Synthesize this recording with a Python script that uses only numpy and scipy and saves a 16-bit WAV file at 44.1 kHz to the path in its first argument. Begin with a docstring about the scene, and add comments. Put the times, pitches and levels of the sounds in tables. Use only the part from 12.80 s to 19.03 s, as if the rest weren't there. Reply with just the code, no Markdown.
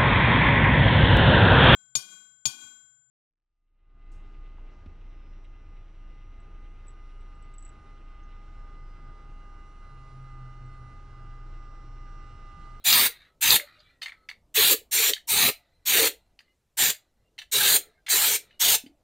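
"""Ten short hissing bursts from a spray can coating steel beams under a trailer deck, close up, mono.
The jet hisses brightly; can wall and a hollow beam resonate; the draught puffs at the mic.
Between bursts the mixing ball clatters in the can and the gloved hand shuffles.
Hiss and knocks reflect between ground and deck. Behind: faint tones, far rumble, mic hiss and,
at the end, a hand bumping the mic."""
import sys
import numpy as np
from scipy import signal
from scipy.io import wavfile
from scipy.ndimage import uniform_filter1d

SR = 44100
rng = np.random.default_rng(int(sys.argv[2]) if len(sys.argv) > 2 else 0)


def store_pcm(level_fs):
    """Save levels as 16-bit WAV."""
    pcm = np.round(np.clip(level_fs, -1, 1) * 32767).astype(np.int16)
    wavfile.write(sys.argv[1], SR, np.atleast_2d(pcm).T)


N = 274743

# valve presses: open t/s, rise/s, shut t/s, nearest t/s, sweep width/s;
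# level/dB at nearest of jet, top, low wall, high wall, deck, draught, beam;
# f/Hz of the lift, dip, treble lift and treble dip set by hand and aim
BURSTS = [(0.069, 0.026, 0.26, .16, 0.1, -26, -20, -25, -21, -31, -41, -49, 4704, 4296, 9000, 6686),
          (0.634, .024, 0.7547, .705, 0.066, -25.5, -19, -24, -23, -33.5, -42.5, -47, 4900, 1768, 8800, 7938),
          (1.767, 0.023, 1.9274, 1.84, 0.086, -24, -19, -23.5, -23.5, -33.5, -44.5, -38.5, 3390, 2238, 9730, 6190),
          (2.134, 0.021, 2.294, 2.236, 0.11, -24.5, -24.5, -28.5, -28, -40.5, -55.5, -42.5, 4167, 2080, 5780, 6184),
          (2.506, 0.032, 2.684, 2.63, 0.11, -25.5, -22.5, -28.5, -25, -34.5, -41.5, -43.5, 2614, 3260, 9290, 8030),
          (3.077, 0.022, 3.2675, 3.2, 0.1, -24.5, -22.5, -27, -24.5, -36, -47, -44.5, 2595, 4957, 5580, 7390),
          (3.992, 0.02, 4.097, 4.05, 0.11, -25, -24.5, -30, -25.5, -38.5, -45, -45.5, 1912, 3840, 7436, 6520),
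          (4.74, 0.024, 4.959, 4.88, .12, -23.5, -22, -27.5, -23.5, -37.5, -46.5, -43, 1617, 2415, 6930, 9702),
          (5.309, 0.022, 5.554, 5.44, 0.13, -23.5, -23, -29, -26, -37.5, -53, -43.5, 1624, 3710, 8232, 9060),
          (5.819, 0.023, 5.945, 5.89, 0.093, -22, -22.5, -29, -24, -35.5, -48, -42, 3216, 1783, 6174, 9250)]
# spectra of the jet, its thin top and the deck: f/Hz, level/dB
JET = [(4700, -39.5), (5300, -3), (6200, 0.5), (8000, -2.5), (9500, -2.5), (10300, -24.5)]
TOP = [(9400, -26), (10000, -11), (11600, -7.5), (12800, -1.5), (15000, -4.5), (16500, -7)]
DECK = [(560, -16), (680, -5), (930, -0.5), (1050, -4.5), (1350, -1), (1600, -18)]
# bright peaks colouring the hiss and the clicks: f/Hz, width/Hz, lift/dB
TREBLE_PEAKS = [(6230, 500, 1), (7270, 810, 7), (8820, 840, 9), (10590, 200, 6.5), (13900, 210, 6.5)]


def valve():
    """Seven layer envelopes: the valve opens, the can sweeps past, nozzle pressure bleeds off."""
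    sweep_db = [0.25, -1.5, -3.5, -2.5, -6, -7.5, -6.5]  # per layer, one sweep width from nearest: level/dB
    spit_db, spit_s = np.c_[[1.5, 0, 0, 0.75, 0, 0, 0]], 0.027  # harder jet just after opening
    lag_power = np.c_[[0, 0, 0.15, 0.3, 0.4, 2.5, 2.5]]  # lower layers build more slowly
    bleed_db_per_s = -1000
    levels = np.zeros((7, N))
    for open_s, rise_s, shut_s, nearest_s, width_s, *columns in BURSTS:
        span = slice(round((open_s - 0.04) * SR), round((shut_s + 0.15) * SR))
        t = np.arange(N)[span] / SR
        opening = np.clip(1 + (t - open_s + 0.0031) / rise_s, 0, 1) ** 1.2
        build = np.clip(1 + (t - open_s - 0.012) / 0.045, 0, 1) ** lag_power
        bleed = gain_of(bleed_db_per_s * np.maximum(t - shut_s - 0.008, 0))
        away = abs(np.clip(t, open_s, shut_s) - nearest_s) / width_s
        sweep = gain_of(np.c_[columns[:7]] + np.outer(sweep_db, away ** 1.5))
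        spit = gain_of(spit_db * np.exp(-np.maximum(t - open_s, 0) / spit_s))
        levels[:, span] += spit * opening * build * bleed * sweep
    return levels


def spray(levels):
    """Jet, top and can wall sputter together as droplets leave unevenly; the deck adds a mid band."""
    wall_spectrum = [(1200, -24.5), (1600, -4), (2400, -2), (3100, -0.5), (4300, 4), (4900, -2.5),
                     (5500, -16)]  # f/Hz, level/dB
    wall_lifts = [(1750, 310, 2.5), (2350, 400, 3.5), (3350, 590, 1.5), (3970, 1000, 2.5),
                  (4284, 110, -5.5)]  # resonances and a notch: f/Hz, width/Hz, lift/dB
    sputter = flicker(0.94, 0.0064)
    jet = noise(JET, TREBLE_PEAKS, patchy_db=3.5, patch=(30, 6), aimed=True) * sputter
    top = noise(TOP, TREBLE_PEAKS, patchy_db=3, patch=(30, 6)) * sputter
    wall = noise(wall_spectrum, wall_lifts, patchy_db=3, patch=(24, 3), aimed=True) * sputter
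    low_wall = signal.oaconvolve(wall, signal.firwin(101, 3000, fs=SR), "same")
    deck = noise(DECK, patchy_db=3.95, size=1024)
    return (levels * [jet, top, evened(low_wall), evened(wall - low_wall), deck]).sum(0)


def knocks():
    """Ball or cap strikes the hand-damped can, and dry nozzle spits at 0.128, 0.706 and 2.335 s: tick and
    scrape ring the can modes, with fizz and a thud."""
    strikes = [(0.128, -6, 4000, -24, 0.00052), (0.706, -0.5, 4700, -15, 0.00028),
               (0.763, -15, 1990, -8, 0.0023), (0.798, -23, 1550, -31, 0.0013),
               (0.993, -52, 4300, -35, 0.0027), (1.002, -47, 3770, -34.5, 0.0042),
               (1.2152, -43, 3520, -17.5, 0.0015), (1.218, -25.5, 2890, -26.5, 0.0044),
               (1.227, -26.5, 2920, -21, 0.011), (1.258, -24.5, 2420, -35, 0.009),
               (1.267, -38, 2250, -31, 0.0025), (1.282, -30, 2360, -28, 0.0036),
               (1.293, -35, 2270, -37, 0.0054), (1.3205, -31.5, 1820, -40, 0.0017),
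               (1.328, -41, 1850, -36, 0.0024), (1.34, -48.5, 1900, -33, 0.0032),
               (1.4879, -27, 2335, -26, 0.0039), (1.497, -33, 3570, -29.5, 0.0052),
               (1.513, -30.5, 1940, -34.5, 0.0017), (2.335, -10, 3000, -19.5, 0.00054),
               (2.364, -36, 1690, -17, 0.009), (2.378, -41, 1780, -25, 0.0037),
               (3.59, -38.5, 2480, -27.5, 0.0025), (3.603, -55, 4400, -32, 0.0093),
               (3.604, -48, 2160, -24, .005), (4.147, -41, 2150, -21, 0.0037),
               (4.58, -34.5, 2650, -23, .005), (4.587, -27, 3130, -25.5, 0.0089),
               (4.616, -31.5, 2650, -26.5, 0.0085), (4.655, -63, 2880, -32, 0.0076),
               (5.264, -28, 2700, -22.5, 0.011), (5.282, -25, 2400, -28.5, 0.011),
               (5.708, -50, 2500, -34, 0.01), (6.062, -44, 2970, -21.5, 0.0085)]  # t/s, level/dB, centre f/Hz, fizz re level/dB, scrape decay/s
    can_modes = [(1520, -11, 0.0073), (1840, -4, 0.015), (2095, -5.5, 0.02), (2080, -1, .011),
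                 (2680, -0.5, 0.0064), (2980, -4.5, 0.013), (3630, -4, 0.018), (4294, 4.5, 0.014),
                 (4657, -2, 0.018), (4857, -9.5, 0.012), (6140, -3.5, 0.021)]  # f/Hz, level/dB, longest t60/s
    focus_db_per_oct, thud_db = -19, -30.5
    clatter, fizz, thud = np.zeros((3, N))
    t = np.arange(2500) / SR
    hz, db, t60_s = np.transpose(can_modes)[:, :, None]
    scatter = rng.standard_normal((len(strikes), 2, len(can_modes), 1))
    scrapes = rng.standard_normal((len(strikes), len(t)))
    for strike, (level_jitter, detune), scrape in zip(strikes, scatter, scrapes):
        at_s, level_db, centre_hz, fizz_db, scrape_s = strike
        mode_db = db + 1.8 * level_jitter + focus_db_per_oct * abs(np.log2(hz / centre_hz))
        sustain = np.clip(scrape_s / 0.0013, 0.35, 1)  # brief snaps hardly ring the wall
        partials = np.sin(2 * np.pi * hz * (1 + 0.042 * detune) * t)
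        ring = (gain_of(mode_db - 60 * t / (t60_s * sustain)) * partials).sum(0)
        ring *= 1 - np.exp(-t / 0.00052)  # the wall gives before it rings
        drive = 0.63 * scrape * np.exp(-t / scrape_s)
        drive[0] = 2.5  # tick
        blow = signal.fftconvolve(drive, ring)
        add(clatter, at_s, gain_of(level_db) * blow / abs(blow).max())
        fizz_shape = (1 - np.exp(-t / 0.0018)) * np.exp(-t / (0.0061 + scrape_s))
        add(fizz, at_s, gain_of(level_db + fizz_db) * fizz_shape)
        add(thud, at_s, gain_of(level_db + thud_db) * sustain ** 3 * np.exp(-t / 0.012))
    clatter += fizz * noise(JET[:5] + TOP[2:], TREBLE_PEAKS)
    low_cut = signal.butter(3, 1300, "high", fs=SR, output="sos")
    return signal.sosfilt(low_cut, clatter) + thud * noise(DECK)


def beam(level):
    """The beam's air cavity hums under each burst and booms as the jet crosses an opening."""
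    cavity_spectrum = [(240, -22), (320, -12), (390, -9), (440, 0), (490, -10), (545, -8), (630, -24)]  # f/Hz, level/dB
    crossings = [(.232, -44, 0.055), (.745, -44, 0.052), (1.794, -29, 0.015), (1.929, -30, .025),
                 (2.0, -56, 0.034), (2.306, -36.5, .022), (2.688, -35.5, 0.024), (3.217, -29.5, 0.058),
                 (3.33, -56, 0.04), (4.77, -39.5, 0.027), (4.94, -44.5, 0.066), (5.08, -63.5, 0.029),
                 (5.35, -38.5, 0.018), (5.52, -53, 0.1)]  # centre t/s, level/dB, half width/s
    t = np.arange(N) / SR
    pole = np.exp(-1 / (0.0067 * SR))  # 6.7 ms lag
    hum = signal.lfilter([1 - pole], [1, -pole], level) * noise(cavity_spectrum, patchy_db=4.5, size=2048)
    booms = sum(gain_of(db) * np.exp(-((t - at_s) / width_s) ** 2) for at_s, db, width_s in crossings)
    return hum + booms * noise(cavity_spectrum, size=2048)


def draught(level):
    """Air moved by the jet puffs at the mic."""
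    puff_spectrum = [(15, -16.5), (40, 1), (150, 5), (260, 3), (400, -7.5)]  # f/Hz, level/dB
    return level * noise(puff_spectrum, patchy_db=3.5, size=2048) * flicker(1.1, 0.084)


def under_deck(x, paths=3):
    """Sparse reflections between ground and deck; the moving can feeds shifting paths."""
    band_decay = [(300, 0.76), (800, 0.064), (2100, 0.18), (5500, .16), (14600, .14)]  # f/Hz, t60/s
    shift_hz = 7.5
    taps = np.zeros((paths, SR // 2))
    slots = np.arange(160, SR // 2 - 20, 10)
    arrivals = slots + rng.integers(0, 10, (paths, len(slots)))
    np.put_along_axis(taps, arrivals, rng.choice([-1., 1.], arrivals.shape), 1)
    hz, t, spectra = signal.stft(taps, SR, nperseg=256)
    band_hz, band_t60_s = np.transpose(band_decay)
    t60_s = np.interp(np.log(hz + 1), np.log(band_hz), band_t60_s)[:, None]
    tails = signal.istft(spectra * gain_of(-60 * t / t60_s), SR, nperseg=256)[1]
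    phase = np.pi * (2 * shift_hz * np.arange(N) / SR + np.arange(paths)[:, None] / paths)
    feeds = x * np.cos(phase) * np.sqrt(2 / paths)
    return signal.fftconvolve(feeds, tails / np.linalg.norm(tails[0]), axes=1)[:, :N].sum(0)


def bumps():
    """A hand bumps the mic body: low damped sines, soft onset."""
    mic_thuds = [(6.038, -39.5, 261, 0.081), (6.063, -37.5, 275.5, 0.061), (6.094, -50, 306, 0.13),
                 (6.115, -50, 299, 0.099)]  # t/s, level/dB, f/Hz, t60/s
    out, t = np.zeros(N), np.arange(6000) / SR
    onset = 1 - np.exp(-t / 0.001)
    for at_s, db, hz, t60_s in mic_thuds:
        add(out, at_s, gain_of(db - 60 * t / t60_s) * onset * np.sin(2 * np.pi * hz * t))
    return out


def tones():
    """Brief, faint, fuzzy notes swell and fade."""
    faint_notes = [(0.497, -71.5, 1293, 0.12), (0.818, -49.5, 580, 0.065), (0.997, -64, 606, 0.038),
                   (1.072, -65, 2320, 0.053), (1.173, -72, 1910, .06), (1.408, -67.5, 1295, 0.16),
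                   (2.495, -37.5, 936, 0.024), (3.698, -72.5, 2060, 0.066), (3.706, -73.5, 2900, 0.039),
                   (4.469, -76, 2790, 0.041), (5.171, -73, 2140, .04), (5.196, -67, 1580, 0.028),
                   (5.74, -63.5, 2900, 0.07)]  # centre t/s, level/dB, f/Hz, half length/s
    out = np.zeros(N)
    for at_s, db, hz, half_s in faint_notes:
        t = np.arange(-half_s, half_s, 1 / SR)
        swell = np.cos(np.pi * t / (2 * half_s)) ** 2
        add(out, at_s - half_s, gain_of(db) * swell * np.sin(2 * np.pi * hz * t))
    return out * flicker(3.7, 0.0035)


def glove():
    """Grainy shuffle in narrow shifting bands as the gloved hand resettles."""
    rub_spectrum = [(900, -27), (1250, 2), (1900, -3), (2400, -6.5), (3100, -11), (4000, -5), (4700, -12.5),
                    (5500, -26), (9000, -29.5), (15000, -32.5)]  # f/Hz, level/dB
    rub_lifts = [(1340, 150, 0), (2000, 130, 9), (2400, 180, 6), (3800, 690, 4.5), (4160, 250, 5.5)]  # f/Hz, width/Hz, lift/dB
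    hand_moves = [(0.0, -70, -8, 0.058), (0.299, -50.5, -62.5, .17), (0.783, -54, -35, 0.35),
                  (1.3, -66, -70, 0.15), (2.735, -65.5, -57.5, 0.33), (3.36, -75, -63.5, 0.18),
                  (3.619, -77, -58.5, .11), (4.181, -69, -150, .15), (4.379, -83, -30, .07),
                  (5.021, -59.5, -130, 0.27), (5.628, -64, -59, 0.13), (6.052, -74, -200, 0.12)]  # t/s, level/dB, fade/(dB/s), length/s
    settle_db_per_s = -250
    level, t = np.zeros(N), np.arange(N) / SR
    for at_s, db, fade_db_per_s, length_s in hand_moves:
        onset = np.clip((t - at_s) / 0.02 + 1, 0, 1)
        settle_db = settle_db_per_s * np.maximum(t - at_s - length_s, 0)
        level += onset * gain_of(db + fade_db_per_s * abs(t - at_s) + settle_db)
    rub = noise(rub_spectrum, rub_lifts, patchy_db=5, size=1024, patch=(16, 3))
    return level * rub * flicker(1.6, 0.005)


def background():
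    """Drifting far rumble and steady mic hiss."""
    rumble_spectrum = [(12, -17), (25, 1.5), (45, -2.5), (120, -11), (270, -17.5), (600, -19.5), (900, -26),
                       (1500, -37)]  # f/Hz, level/dB
    rumble_drift = [(0, -66), (.55, -67.5), (1.15, -69), (1.65, -66), (2.95, -70), (3.5, -69), (3.85, -76),
                    (4.4, -70), (5.2, -69), (5.75, -65), (6.23, -69)]  # t/s, level/dB
    hiss_spectrum = [(700, -22), (1200, -1), (4000, -5), (7000, -5.5),  # f/Hz, level/dB
                     (11000, -9.5), (14000, -11), (15800, -21.5)]
    rumble_db = np.interp(np.arange(N) / SR, *np.transpose(rumble_drift))
    rumble = noise(rumble_spectrum, patchy_db=2, size=2048, patch=(8, 6))
    return gain_of(rumble_db) * rumble + gain_of(-83) * noise(hiss_spectrum, patchy_db=2)


def noise(points, lifts=(), patchy_db=1.0, size=512, patch=(8, 5), aimed=False):
    """Shaped noise, rms 1, with drifting patches (frames, bins); aimed: coloured by the nearest burst."""
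    aim_db = [3, -3.5, 2.5, -3]  # lift, dip, treble lift, treble dip: level/dB
    aim_width_hz = 450
    frames, hz = 4 * N // size + 5, np.fft.rfftfreq(size, 1 / SR)[:, None]
    real, imag, patches = rng.standard_normal((frames, len(hz), 3)).T
    patches = evened(uniform_filter1d(uniform_filter1d(patches, patch[1], axis=0), patch[0], axis=1))
    point_hz, point_db = np.transpose(points)
    db = np.interp(np.log(hz + 1), np.log(point_hz + 1), point_db, left=-90, right=-90)
    db = db + sum(lift_db / (1 + (2 * (hz - f) / width_hz) ** 2) for f, width_hz, lift_db in lifts)
    if aimed:
        columns = np.transpose(BURSTS)
        middle_s, aim_hz = columns[[0, 2]].mean(0), columns[-4:]
        colour_db = sum(lift / (1 + (2 * (hz - f) / aim_width_hz) ** 2) for f, lift in zip(aim_hz, aim_db))
        frame_s = np.arange(frames)[:, None] * size / (4 * SR)
        db = db + colour_db[:, abs(frame_s - middle_s).argmin(1)]
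    spectra = (real + 1j * imag) * gain_of(db + patchy_db * patches)
    return evened(signal.istft(spectra, nperseg=size, noverlap=3 * size // 4)[1][:N])


def flicker(depth_db, span_s):
    """Randomly wavering gain, rms 1."""
    size = int(span_s * SR)
    drift = uniform_filter1d(uniform_filter1d(rng.standard_normal(N), size), size)
    return evened(gain_of(depth_db * evened(drift)))


def gain_of(db):
    return 10 ** (np.asarray(db) / 20)


def evened(x):
    return x / np.sqrt(np.mean(x ** 2) + 1e-20)


def add(mix, at_s, sound):
    part = mix[round(at_s * SR):][:len(sound)]
    part += sound[:len(part)]


def scene():
    """Valve drives spray, draught and beam; only spray and knocks reflect."""
    levels = valve()
    hiss, puffs = spray(levels[:5]), draught(levels[5])
    blows, boom = knocks(), beam(levels[6])
    reflections = under_deck(gain_of(-10.5) * hiss + gain_of(-10) * blows)
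    mono = gain_of(-1.16) * hiss + blows + boom + puffs + reflections
    mono += bumps() + tones() + glove() + background()
    return np.array([mono, mono])


def record(dry):
    """Input clipping on the loudest knock, then the band limit."""
    clip_level, edge_hz = 0.97, 15750
    band_limit = signal.firwin(401, edge_hz, window=("kaiser", 9), fs=SR)
    return signal.oaconvolve(np.clip(dry, -clip_level, clip_level), band_limit[None], "same")


dry = scene()
out = record(dry)
store_pcm(out)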